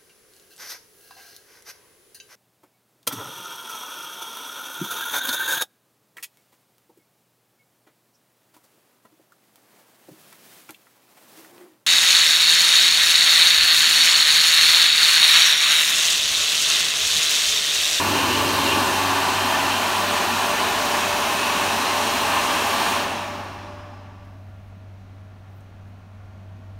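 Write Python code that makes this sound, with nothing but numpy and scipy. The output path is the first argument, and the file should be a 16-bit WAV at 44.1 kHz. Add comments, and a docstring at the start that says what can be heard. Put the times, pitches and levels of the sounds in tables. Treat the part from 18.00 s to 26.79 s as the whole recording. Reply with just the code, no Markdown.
"""A wall hand dryer roars near a mono microphone in a small tiled washroom, over an extractor fan's drone.
For the first second a hand buffets the turbulent jet; at 1.7 s the microphone starts to back away.
Near 5 s the motor cuts out and the blower coasts: the jet's hiss fades first and the whine sinks.
A faint high hiss lingers as the blower stops; a moving hand rustles and ticks, and the fan drones on."""
import sys
import numpy as np
from scipy import signal
from scipy.fft import rfft, irfft, next_fast_len
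from scipy.io import wavfile
from scipy.ndimage import uniform_filter1d

SR = 44100
rng = np.random.default_rng(int(sys.argv[2]) if len(sys.argv) > 2 else 0)


def log_audio(samples):
    """Write samples as a 16-bit WAV file to the path given in sys.argv[1]."""
    # one column per channel
    frames = np.atleast_2d(samples).T
    # limit to full scale, then quantise
    limited = np.clip(frames, -1, 1)
    pcm = np.round(limited * 32767).astype(np.int16)
    wavfile.write(sys.argv[1], SR, pcm)


N = 387638
BACK_AWAY_S, BACKING_S = 1.7, 0.29  # start and length of the microphone's retreat
CUT_OUT_S = 4.923  # the dryer's motor switches off


def amp(db):
    """Amplitude grows tenfold for every 20 dB."""
    return 10 ** (np.asarray(db) / 20)


def ramp(t, start_s, length_s):
    """Linear transition from 0 to 1."""
    return np.clip((t - start_s) / length_s, 0, 1)


def spectrum_at(points, hz):
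    """Spectral envelope, interpolated on a logarithmic frequency axis."""
    point_hz, values = np.transpose(points)
    return np.interp(np.log(hz + 1), np.log(point_hz + 1), values)


def resonance_db(modes, hz):
    """Each resonance adds a Lorentzian peak or notch to the response in dB."""
    return sum(db / (1 + (2 * (hz - centre) / width) ** 2) for centre, width, db in modes)


def resonate(x, modes):
    """Linear filtering: the spectrum is multiplied by the response of the resonances."""
    size = next_fast_len(N + SR, real=True)
    response = amp(resonance_db(modes, np.fft.rfftfreq(size, 1 / SR)))
    return irfft(rfft(x, size) * response, size)[..., :N]


def white_spectra(size):
    """White noise has equal power per hertz, here 0 dB: returns hz (a column), t, short-time spectra."""
    noise = rng.standard_normal(N) * np.sqrt(SR / 2)
    hz, t, spectra = signal.stft(noise, SR, nperseg=size, noverlap=size - size // 4)
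    return hz[:, None], t, spectra


def overlap_add(spectra):
    """Overlapping short-time frames sum to a waveform."""
    size = 2 * (len(spectra) - 1)
    return signal.istft(spectra, nperseg=size, noverlap=size - size // 4)[1][:N]


def patches(shape, bins, frames):
    """Local averaging turns noise into a smooth random field, scaled to unit deviation."""
    field = rng.standard_normal(shape)
    for axis, size in enumerate((bins, frames)):
        field = uniform_filter1d(field, size, axis, mode="wrap")
    return field / field.std()


def whistle(pitch_hz, width_hz, rough):
    """Turbulence modulates a 0 dB tone, moving the share rough of its power into sidebands."""
    t = np.arange(N) / SR
    slow_t = np.linspace(0, t[-1], 4096)
    band = np.exp(-(2 * np.fft.rfftfreq(len(slow_t), slow_t[1]) / width_hz) ** 2)
    flutter = irfft(rfft(rng.standard_normal((2, len(slow_t)))) * band)
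    flutter = np.sqrt(rough / 2) * flutter / flutter.std()
    in_phase, quadrature = (np.interp(t, slow_t, row) for row in flutter)
    phase = 2 * np.pi * np.cumsum(pitch_hz * np.ones(N)) / SR
    return np.sqrt(2) * ((np.sqrt(1 - rough) + in_phase) * np.cos(phase) + quadrature * np.sin(phase))


def extractor_rush(ripple_db=1.0):
    """Duct resonances colour the extractor fan's steady flow noise; thin tones sound above it."""
    # dull rush of air: frequency_hz, density_db_per_hz
    airflow = [(25.0, -75), (50.0, -66), (130.0, -76.5), (200.0, -73), (330.0, -83.5), (480.0, -88),
               (700.0, -86), (1000.0, -88.0), (1400.0, -90.2), (2600.0, -97), (4300.0, -103.0),
               (6300.0, -107.5), (8000.0, -113.0), (15500.0, -117.8)]
    # duct resonances: centre_hz, width_hz, gain_db
    duct_modes = [(580, 18, 7.5), (636, 30, 1), (704, 25, 4.5), (750, 45, 5), (1146, 14, 5), (1900, 8, -2)]
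    # thin tones of the fan: pitch_hz, level_db
    fan_tones = [(635, -64), (1394, -70.5), (2545, -80), (2795, -83)]
    hz, _, noise = white_spectra(size=8192)
    comb_db = ripple_db * patches(noise.shape, bins=2, frames=60)
    rush = overlap_add(noise * amp(spectrum_at(airflow, hz) + resonance_db(duct_modes, hz) + comb_db))
    return rush + sum(amp(db) * whistle(pitch, width_hz=7.3, rough=0.31) for pitch, db in fan_tones)


def beating_hum(fan_hz=96.92, mains_hz=100.01, fan_gain_db=0.4, side_tones_db=-19, waver_db=0.7):
    """Beats: the fan motor slips behind the mains, so their hums interfere three times a second."""
    # contour of the extractor fan's hum: time_s, level_db
    fan_contour = [(0.1, -37.1), (1.2, -39.0), (2.5, -45), (4.7, -46), (5.4, -42), (8.25, -43),
                   (8.55, -40.2)]
    t = np.arange(N) / SR
    waver = signal.resample(rng.standard_normal(64), N)
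    fan_db = fan_gain_db + np.interp(t, *np.transpose(fan_contour)) + waver_db * waver
    phase = 2 * np.pi * fan_hz * t
    shaft, octave = np.sin(phase / 2), np.sin(2 * phase)
    fan = np.sin(phase) + amp(side_tones_db) * (shaft + octave)
    # the mains hum is louder while the dryer runs, and louder still close to it
    on_db, off_db, near_lift_db = -55, -63, 3
    mains_db = on_db + (off_db - on_db) * ramp(t, CUT_OUT_S, length_s=0.56)
    mains_db += near_lift_db * (1 - ramp(t, BACK_AWAY_S, BACKING_S))
    mains = np.sin(2 * np.pi * (mains_hz * t + rng.random()))
    return np.sqrt(2) * (amp(fan_db) * fan + amp(mains_db) * mains)


def rustles_and_hiss(echo_db=-12, room_t60_s=0.45):
    """Reverberation: each bright burst of noise leaves a faint, exponentially decaying tail."""
    # a hand's rustles and ticks, and a faint high hiss lingering as the blower stops:
    # peak_s, spread_s, density_db_per_hz, centre_hz, spread_octaves
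    bursts = [(6.252, .003, -107, 11000, 1.2), (6.45, 0.17, -118, 11000, .6), (6.66, .03, -119, 12000, .5),
              (7.02, .04, -110, 6000, .3), (7.52, 0.027, -115, 10000, 1), (7.575, .018, -106, 14000, .22),
              (7.608, 0.0023, -99, 6000, 0.72), (7.885, .012, -114, 11000, .8)]
    hz, t, noise = white_spectra(size=256)
    gain = 0
    for peak_s, spread_s, db, centre_hz, octaves in bursts:
        burst = np.exp(-0.5 * ((t - peak_s) / spread_s) ** 2)
        tail = (t > peak_s) * amp(echo_db) * np.exp(-np.log(1000) * abs(t - peak_s) / room_t60_s)
        band = np.exp(-0.5 * (np.log2((hz + 1) / centre_hz) / octaves) ** 2)
        gain += amp(db) * np.maximum(burst, tail) * band
    return overlap_add(noise * gain)


def coasting_db(t, fade_db_per_s, stall_s=6.3, stall_db_per_s=45):
    """Exponential decay after the cut-out, steeper once friction stops the blower's last turns."""
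    return -fade_db_per_s * np.maximum(t - CUT_OUT_S, 0) - stall_db_per_s * np.maximum(t - stall_s, 0)


def hand_in_jet(t):
    """Obstruction of the flow: 1 with the hand under the nozzle, 0 once it is drawn out."""
    return 1 - ramp(t, start_s=0.67, length_s=0.5)


def blower_whine(running_hz=3141, lift_hz=26.05, sag_hz_per_s=900, near_db=-40, far_db=-43.5):
    """A blade tone follows rotor speed: higher while the hand blocks the jet, sinking after cut-out."""
    t = np.arange(N) / SR
    pitch_hz = running_hz + lift_hz * hand_in_jet(t) - sag_hz_per_s * np.maximum(t - CUT_OUT_S, 0)
    level_db = near_db + (far_db - near_db) * ramp(t, BACK_AWAY_S, length_s=2.2)
    level_db += coasting_db(t, fade_db_per_s=60)
    return amp(level_db) * whistle(pitch_hz, width_hz=20, rough=0.44)


def air_path_tones():
    """Flow excites tones in the dryer; their balance varies with position, and each has its own decay."""
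    # drone, hoots and whistles of duct and housing:
    # pitch_hz, near_db, far_db, fade_db_per_s, width_hz, rough_share
    tones = [(278.5, -39, -55, 2, 24, 0.64), (453.6, -58, -47.5, 25, 12, .5),
             (590.3, -50, -35.5, 16, 17, .36), (815, -45.5, -39.5, 21, 22, .85),
             (1156, -40, -42, 13.5, 45, 0.9), (2712, -55, -47, 27, 24, .6), (5030, -46, -55, 14, 80, .95)]
    t = np.arange(N) / SR
    away = ramp(t, BACK_AWAY_S, BACKING_S)
    mix = 0
    for pitch_hz, near_db, far_db, fade_db_per_s, width_hz, rough in tones:
        level_db = near_db + away * (far_db - near_db) + coasting_db(t, fade_db_per_s)
        mix += amp(level_db) * whistle(pitch_hz, width_hz, rough)
    return mix


def dryer_jet(ripple_db=2.0, eddy_db=0.5, hiss_drop_db=17.5, hiss_drop_s=0.62):
    """Turbulence radiates broadband noise through the housing; it darkens and fades as the flow slows."""
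    # turbulence at full speed: frequency_hz, density_db_per_hz
    turbulence = [(25.0, -94), (80.0, -75), (130.0, -72.5), (230.0, -59), (400.0, -63.5), (510.0, -66),
                  (750.0, -54.5), (1100.0, -54.0), (1350.0, -60.5), (2100.0, -63), (2800.0, -62.5),
                  (4200.0, -65.5), (7000.0, -70), (15500.0, -80.5)]
    # resonances of housing, nozzle and tiled corner: centre_hz, width_hz, gain_db
    housing_modes = [(149, 19, 3), (194, 10, 6.5), (206, 9.9, -8.5), (221.8, 6.4, 3.5), (241, 8.2, 4),
                     (386, 21, 7.5), (570, 42, 3.5), (648, 44, 4), (885, 160, 3.6), (1045, 14, 5),
                     (1152, 61, 3), (1476, 190, 3), (1653, 64, 3.5), (1780, 39, 8), (2465, 270, 2.5),
                     (2700, 45, 2), (2830, 640, 6.5), (3120, 110, 0.5), (3450, 90, 0.5), (3758, 34, 2),
                     (4110, 210, 3.5), (9288, 1900, 0.5)]
    # colour of the jet striking an obstacle: frequency_hz, gain_db
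    buffet = [(40, 2), (75, 14), (130, 5.5), (200, 1.5), (330, 9), (450, 2.5), (520, 5.5), (720, -4),
              (1000, 0), (2000, -2), (4000, 1), (15000, 1.5)]
    # brief flares of the jet's hiss, the early ones off the fingers: peak_s, spread_s, gain_db
    gusts = [(.185, .035, 6), (.35, .045, 4.5), (0.716, 0.042, 5.5), (1.73, .02, 5)]
    # how far a band follows the hiss (below 0 it outlasts the roar): frequency_hz, hiss_share
    hiss_shares = [(60, -0.59), (250, -0.45), (600, -0.093), (1000, -0.022), (2000, 0.056), (3000, 0.39),
                   (4300, 0.6), (5200, 0.17), (6300, 0.65), (8000, 0.94), (15000, 0.99)]
    hz, t, noise = white_spectra(size=4096)
    hand = hand_in_jet(t)

    # the hand lifts roar and hiss slightly; the hiss dies first as the jet collapses
    collapse = 1 - np.exp(-np.maximum(t - CUT_OUT_S, 0) / hiss_drop_s)
    roar_db = 1.0 * hand
    hiss_db = 0.5 * hand - hiss_drop_db * collapse
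    share = spectrum_at(hiss_shares, hz)
    flow_db = coasting_db(t, fade_db_per_s=24) + (1 - share) * roar_db + share * hiss_db

    # with the hand gone, the wall below still causes some buffeting
    wall_weight, hand_weight = 0.27, 1.15
    buffet_db = (wall_weight + hand * (hand_weight - wall_weight)) * spectrum_at(buffet, hz)
    flare_hz, flare_width_hz, flare_rest_db = 2900, 700, -4.0
    gust_db = sum(db * np.exp(-0.5 * ((t - peak_s) / spread_s) ** 2) for peak_s, spread_s, db in gusts)
    flare_db = resonance_db([(flare_hz, flare_width_hz, flare_rest_db + gust_db)], hz)
    colour_db = spectrum_at(turbulence, hz) + resonance_db(housing_modes, hz) + buffet_db + flare_db

    # reflections off the tiles interfere in a fine comb that drifts as the microphone moves
    comb_db = ripple_db * hz / (hz + 200) * patches(noise.shape, bins=2, frames=60)
    flicker_db = eddy_db * patches(noise.shape, bins=200, frames=4)
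    return overlap_add(noise * amp(flow_db + colour_db + comb_db + flicker_db))


def scene():
    """Superposition: all sources sum at one point, coloured by room modes, alike on both channels."""
    # low standing waves of the washroom: centre_hz, width_hz, gain_db
    room_modes = [(35, 13, -7.5), (48, 7, 0.5), (63, 16.4, -8.5), (76, 4.1, 11.5)]
    dryer = dryer_jet() + air_path_tones() + blower_whine()
    mix = resonate(dryer + extractor_rush() + beating_hum() + rustles_and_hiss(), room_modes)
    return np.array([mix, mix])


def record(dry):
    """The microphone port notches the treble, then a low-pass filter limits the bandwidth."""
    # notches of the port: centre_hz, width_hz, gain_db
    port_notches = [(5000, 440, -3.5), (7600, 700, -3.5), (10440, 450, -5.5)]
    low_pass = signal.firwin(601, cutoff=15800, window=("kaiser", 9), fs=SR)
    return signal.oaconvolve(resonate(dry, port_notches), low_pass[None], "same")


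dry = scene()
out = record(dry)
log_audio(out)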